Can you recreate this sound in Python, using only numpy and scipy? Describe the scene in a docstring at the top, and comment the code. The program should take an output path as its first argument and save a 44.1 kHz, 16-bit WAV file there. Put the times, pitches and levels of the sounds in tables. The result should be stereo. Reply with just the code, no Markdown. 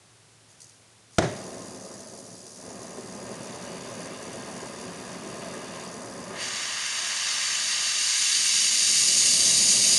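"""A workshop, where a gas torch is heard through one small microphone. Fuel spurts from the tip, ringing
its narrow passage, and the gathered gas lights with a pop. A soft turbulent flame roars while the chattering
regulator modulates the fuel hiss. Then oxygen is turned up: the flutter stops, the roar thins, and the jet
hiss grows louder and brighter as its power moves to finer eddies. Near full pressure a deep roar sets in."""
import sys
import numpy as np
from scipy import signal
from scipy.fft import rfft, irfft, next_fast_len
from scipy.io import wavfile

SR = 44100
rng = np.random.default_rng(int(sys.argv[2]) if len(sys.argv) > 2 else 0)


def log_audio(samples):
    """Write samples as a 16-bit WAV file to the path given in sys.argv[1]."""
    # one column per channel
    frames = np.atleast_2d(samples).T
    # limit to full scale, then quantise
    limited = np.clip(frames, -1, 1)
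    pcm = np.round(limited * 32767).astype(np.int16)
    wavfile.write(sys.argv[1], SR, pcm)


N = 440118
T = np.arange(N) / SR

FUEL_OPEN_S, LIT_S = 1.09, 1.184
TRICKLE_S, TRICKLE_RISE_S = 5.85, 0.053  # a first trickle of oxygen calms the fizz and the fuel hiss
OXYGEN_S, OXYGEN_OPENING_S = 6.27, 0.145
SHARP_S = 6.352  # the jet turns sharp and the soft roar starts to die away


def undb(db):
    """Amplitude ratio of a level in decibels."""
    return 10 ** (np.asarray(db) / 20)


def unit(x):
    """Normalisation to rms 1."""
    return x / np.sqrt(np.mean(x ** 2))


def ramp(start, length):
    """Linear rise from 0 to 1."""
    return np.clip((T - start) / length, 0, 1)


def decay(start, tau):
    """Exponential decay, held at 1 until start."""
    return np.exp(-np.maximum(T - start, 0) / tau)


def walk(rate):
    """Random fluctuation with a spread near 1 and `rate` turns a second."""
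    return np.sqrt(3 / 2) * np.interp(T * rate, np.arange(SR), rng.standard_normal(SR))


def colour(x, spectrum):
    """Spectral shaping: a flat sound takes on the given relative levels, at rms 1."""
    hz, db = np.transpose(sorted(spectrum))
    size = next_fast_len(N)
    f = np.maximum(np.fft.rfftfreq(size, 1 / SR), 1)
    gain = undb(np.interp(np.log(f), np.log(hz), db))
    skirts = np.minimum(f / hz[0], 1) ** 2 * np.minimum(hz[-1] / f, 1) ** 2
    return unit(irfft(rfft(x, size) * gain * skirts, size)[:N])


def noise(spectrum):
    """Stationary noise with a given spectrum."""
    return colour(rng.standard_normal(N), spectrum)


def eddies(spectrum, rate, burst_db):
    """Intermittency: turbulent noise comes in short uneven bursts."""
    return colour(rng.standard_normal(N) * undb(burst_db * walk(rate)), spectrum)


def ringing(modes):
    """Resonance: gas noise excites the modes of a narrow passage."""
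    size = next_fast_len(N)
    f = np.fft.rfftfreq(size, 1 / SR)
    power = sum(undb(db) ** 2 / (1 + 2 * ((f - hz) / width) ** 2) ** 2 for hz, width, db in modes)
    return unit(irfft(rfft(rng.standard_normal(size)) * np.sqrt(power))[:N])


def room(x, wet_db, t60):
    """Reverberation: dense, decaying reflections follow the direct sound; power is conserved."""
    t = T[:SR // 2]
    response = rng.standard_normal(len(t)) * np.exp(-np.log(1000) * t / t60) * (t > .004)
    response *= undb(wet_db) / np.linalg.norm(response)
    response[0] = 1
    return signal.fftconvolve(x, response / np.linalg.norm(response))[:N]


# Spectrum of the background. Each row: frequency in Hz, relative level in dB.
BACKGROUND_SPECTRUM = [(25, -8), (70, 3), (115, 15), (220, 7.5), (400, 7.5), (900, 3.5), (2500, 1),
                       (7000, 1), (10300, 0), (11200, -12), (12200, -22)]


def background():
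    """The noise floor: room noise, microphone hiss and a machine hum wavering in pitch and level."""
    hum_hz = 110 + 1.145 * walk(5.9)
    hum = np.sqrt(2) * np.sin(2 * np.pi * np.cumsum(hum_hz) / SR)
    return noise(BACKGROUND_SPECTRUM) * undb(-57) + hum * undb(-68.5 + 0.87 * walk(3.5))


# Modes of the fuel passage. Each row: frequency in Hz, width in Hz, relative level in dB.
FUEL_MODES = [(4640, 97, -4), (4875, 106, 1), (5370, 180, -3.5), (5910, 220, 0), (6100, 120, -4),
              (6280, 97, 1), (6750, 94, 3.5), (7610, 98, -3), (8080, 110, -0.5), (8640, 110, -1.5),
              (9030, 93, -5.5), (9300, 110, -11), (9870, 150, -2), (11400, 130, -23)]
# Spectrum of the broadband fuel hiss. Each row: frequency in Hz, relative level in dB.
FUEL_SPECTRUM = [(2500, -22), (4200, -3.5), (5500, -4.5), (7000, 1), (8200, -8.5), (10300, 1), (11000, -11),
                 (12000, -19)]
# Gas seeping at two nudges of the valve. 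Each row: start in seconds, level in dB.
SEEPS = [(.485, -58), (.6, -53)]
# Spurts as the valve cracks open. Each row: start in seconds, level in dB.
SPURTS = [(.603, -46), (.617, -47), (.643, -51), (.668, -55), (.695, -54)]


def fuel_hiss():
    """Flow noise excites the tip's resonances: fuel seeps, spurts, then puffs until oxygen takes over."""
    hiss = ringing(FUEL_MODES) * undb(-1.77) + noise(FUEL_SPECTRUM) * undb(-4.5)
    seep = sum(undb(db) * ramp(s, 0.01) * decay(s, tau=0.11) for s, db in SEEPS)
    spurts = sum(undb(db) * ramp(s, 0.001) * decay(s + 0.0014, tau=0.0034) for s, db in SPURTS)
    flow_db = -46.5 + 0.1 * flame_strength() - 0.5 * ramp(TRICKLE_S, TRICKLE_RISE_S)
    flow = seep + undb(flow_db) * ramp(FUEL_OPEN_S, 0.15) * (1 - ramp(SHARP_S, 0.28))
    return room(hiss * (spurts + flow * regulator_chatter()), wet_db=-11.5, t60=0.54)


def regulator_chatter(jitter=0.0181, scatter_db=1.27):
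    """Amplitude modulation: each beat of the regulator passes one puff, until the oxygen opens."""
    rise, fall = 0.23, 0.48  # shares of a beat
    chatter_hz = (78.15 - 0.27 * T) * (1 + jitter * walk(25))
    beats = np.cumsum(chatter_hz) / SR
    phase = beats % 1
    strength = undb(scatter_db * rng.standard_normal(SR))[beats.astype(int)]
    puffs = unit(strength * np.exp(-phase / fall) * (1 - np.exp(-phase / rise)))
    steady = ramp(OXYGEN_S, OXYGEN_OPENING_S)
    return unit(steady + (1 - steady) * puffs)


# Spectra of the pop and of the room's ring. Each row: frequency in Hz, relative level in dB.
BOOM_SPECTRUM = [(25, -28), (60, -25), (110, 4.5), (180, 0.5), (260, -7), (390, 4.5), (480, -8), (660, 4),
                 (810, -9), (1150, -14.5), (1400, -14), (1800, -15), (2600, -24.5), (4700, -25),
                 (6000, -22), (9000, -33), (12000, -58)]
CRACK_SPECTRUM = [(300, -10), (1200, 2), (2700, 5), (4700, -6), (6000, 3), (7500, -6), (10500, -10),
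                  (12000, -30)]
RING_SPECTRUM = [(500, -14), (700, 1), (900, -5), (1300, -5), (1600, -2), (2000, -2), (2600, -14),
                 (3800, -6), (5000, -22)]
# The direct pop and its echo from the walls. Each row: start in seconds, boom level in dB,
# boom decay in seconds, crack level in dB, crack decay in seconds.
POP_ARRIVALS = [(1.183, -9, 0.0065, -17.8, 0.001), (1.2200, -22, 0.039, -47, .025)]


def ignition(burn_s=0.004):
    """Impulsive excitation: the gathered gas flashes with a crack on a low boom, then the room rings."""
    boom, crack = noise(BOOM_SPECTRUM), noise(CRACK_SPECTRUM)
    pop = np.zeros(N)
    for start, boom_db, boom_tau, crack_db, crack_tau in POP_ARRIVALS:
        pop += boom * undb(boom_db) * ramp(start, burn_s) * decay(start + burn_s, boom_tau)
        pop += crack * undb(crack_db) * ramp(start, 0.0014) * decay(start + burn_s, crack_tau)
    tail = noise(BOOM_SPECTRUM) * undb(-21.5) * ramp(LIT_S, 0.017) * decay(LIT_S, tau=0.068)
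    ring = noise(RING_SPECTRUM) * undb(-36) * ramp(LIT_S, 0.036) * decay(LIT_S, tau=0.11)
    return pop + tail + ring


# Strength of the fuel flame. Each row: time in seconds, level in dB relative to the full flame.
FLAME_STRENGTH = [(1.42, -2.5), (1.6, -4.5), (2.25, -9), (2.53, -12), (2.65, -5), (2.9, -4.5),
                  (3.55, -0.14), (5.2, 0.1), (5.85, 1.3), (6.08, -1.0), (6.3, 2)]


def flame_strength():
    """The flame's envelope in dB: it sinks after lighting, then the valve is turned up."""
    return np.interp(T, *np.transpose(FLAME_STRENGTH))


# Spectra of the flame's four sounds. Each row: frequency in Hz, relative level in dB.
SOFT_ROAR_SPECTRUM = [(25, -44), (60, -19.5), (120, -6), (175, 0.5), (245, -1), (300, -6), (385, 0.5),
                      (470, -7.5), (550, -1), (660, -4), (770, -11), (1300, -21.5), (3000, -50)]
DEEP_ROAR_SPECTRUM = [(25, -44), (60, -19), (120, -3), (180, 0.5), (240, 1), (300, -8.5), (380, -0.5),
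                      (460, -12), (560, -3), (660, -6), (790, -15.5), (2000, -38)]
RUSH_SPECTRUM = [(400, -13), (500, -14), (610, -4), (690, -3.5), (790, -9.5), (920, -1.5), (1080, -1.5),
                 (1240, -3.5), (1390, -12.5), (1800, -6.5), (4000, -43)]
FIZZ_SPECTRUM = [(1300, -17), (1570, 5), (1800, -1.5), (2050, 0.5), (2300, 0.5), (2800, 3.5), (3250, -4),
                 (3600, 1.5), (4050, -7.5), (4600, 3.5), (5300, -14), (10000, -20)]


def flame():
    """Combustion noise: oxygen quiets the flame until, near full pressure, turbulence makes it roar."""
    strength = flame_strength()
    oxygen = ramp(OXYGEN_S, OXYGEN_OPENING_S)
    turbulence = ramp(start=8.08, length=1.42)
    soft_db = -40 - 0.082 * strength ** 2  # holds up until the flame is nearly starved
    soft = eddies(SOFT_ROAR_SPECTRUM, rate=120, burst_db=1.5) * undb(soft_db) * decay(SHARP_S, tau=0.2)
    deep = eddies(DEEP_ROAR_SPECTRUM, rate=120, burst_db=1.0) * undb(-58 + 17.5 * turbulence) * oxygen
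    fuel_rush = undb(-46.5 + 1.28 * strength)
    oxygen_rush = np.hypot(swell(peak_db=-45, at_pressure=0.016, drop_db=18), undb(-49) * turbulence)
    rush = eddies(RUSH_SPECTRUM, rate=200, burst_db=1.5)
    rush *= fuel_rush * (1 - oxygen) + oxygen_rush * oxygen
    fizz_db = -49 + 1.86 * strength - 4 * ramp(TRICKLE_S, TRICKLE_RISE_S)
    fizz = eddies(FIZZ_SPECTRUM, rate=300, burst_db=2.0) * undb(fizz_db) * (1 - oxygen)
    return room((soft + deep + rush + fizz) * ramp(LIT_S, 0.029), wet_db=-5.5, t60=0.41)


# The oxygen supply. Each row: time in seconds, share of full pressure.
OXYGEN_PRESSURE = [(6.58, 0.015), (7.3, 0.31), (7.9, .42), (8.1, 0.58), (9.2, .98), (9.95, 1.02)]


def pressure():
    """The jet's driving pressure, raised by hand with a quick twist part way."""
    return np.interp(T, *np.transpose(OXYGEN_PRESSURE))


def swell(peak_db, at_pressure, drop_db):
    """Parabolic level law: an eddy size peaks at its own pressure, drop_db lower one full pressure away."""
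    return undb(peak_db - drop_db * (pressure() - at_pressure) ** 2)


# Spectra of the jet's eddies, largest first. Each row: frequency in Hz, relative level in dB.
BILLOW_SPECTRUM = [(700, -24.5), (1200, 0), (1390, -9), (1600, 1.5), (1900, 2.5), (2300, -6), (3200, -15)]
COARSE_SPECTRUM = [(1300, -35), (1650, -15.5), (2000, -2.5), (2280, -1), (2480, -5.5), (2780, 4.5),
                   (3080, 1.5), (3230, -3.5), (3600, 0), (4400, -10), (4580, 2.5), (4900, -16), (6000, -25)]
CORE_SPECTRUM = [(2800, -18), (3600, -14), (4300, -1), (5200, -0.5), (6300, -5), (7400, -7.5), (8200, -27)]
FINE_SPECTRUM = [(4400, -25), (4750, 1.5), (5050, -1), (5250, -15), (6400, 0.5), (6850, 7), (7400, -5.5),
                 (7950, -5), (8450, 3), (8750, -1), (8950, -6), (9450, -0.5), (9750, -4.5), (10620, -6.5),
                 (11000, -16), (11500, -15.5), (12200, -37)]
# Modes of the oxygen passage. Each row: frequency in Hz, width in Hz, relative level in dB.
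OXYGEN_MODES = [(3670, 33, -8), (3890, 310, -4), (4525, 90, 0), (4626, 175, 3.5), (5160, 200, -7),
                (5550, 290, -2), (5920, 170, -2), (6240, 300, -0.5), (6480, 140, -1), (7500, 130, -28),
                (7330, 110, -3)]


def oxygen_jet():
    """Turbulent jet noise: as the flow speeds up, the power moves from coarse eddies to fine ones."""
    billow = eddies(BILLOW_SPECTRUM, rate=330, burst_db=0.5)
    billow *= swell(peak_db=-38.5, at_pressure=0.28, drop_db=13)
    coarse = eddies(COARSE_SPECTRUM, rate=510, burst_db=1.0)
    coarse *= swell(peak_db=-31.5, at_pressure=0.74, drop_db=11.4)
    core = ringing(OXYGEN_MODES) * undb(-2.5) + eddies(CORE_SPECTRUM, rate=500, burst_db=3.0) * undb(-7.5)
    core *= swell(peak_db=-21.5, at_pressure=1.305, drop_db=8.1)
    fine = noise(FINE_SPECTRUM) * undb(-39 + 17 * pressure())
    flicker = undb(0.32 * walk(35) + 0.98 * walk(350))
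    opening, sharp = ramp(OXYGEN_S, OXYGEN_OPENING_S), ramp(SHARP_S, 0.075)
    hiss = billow * opening + coarse * opening ** 2 + (core + fine) * sharp
    return room(hiss * flicker, wet_db=-4.5, t60=0.32)


def scene():
    """Superposition: the sources add at one microphone, the same in both channels."""
    return np.tile(background() + fuel_hiss() + ignition() + flame() + oxygen_jet(), (2, 1))


def record(dry):
    """Frequency response: the microphone has a narrow treble notch and a steep cut at the top."""
    notch_hz, width_hz, cutoff_hz = 7690, 175, 12000
    notched = signal.lfilter(*signal.iirnotch(notch_hz, notch_hz / width_hz, fs=SR), dry)
    return signal.sosfilt(signal.ellip(10, .2, 80, cutoff_hz, fs=SR, output="sos"), notched)


dry = scene()
out = record(dry)
log_audio(out)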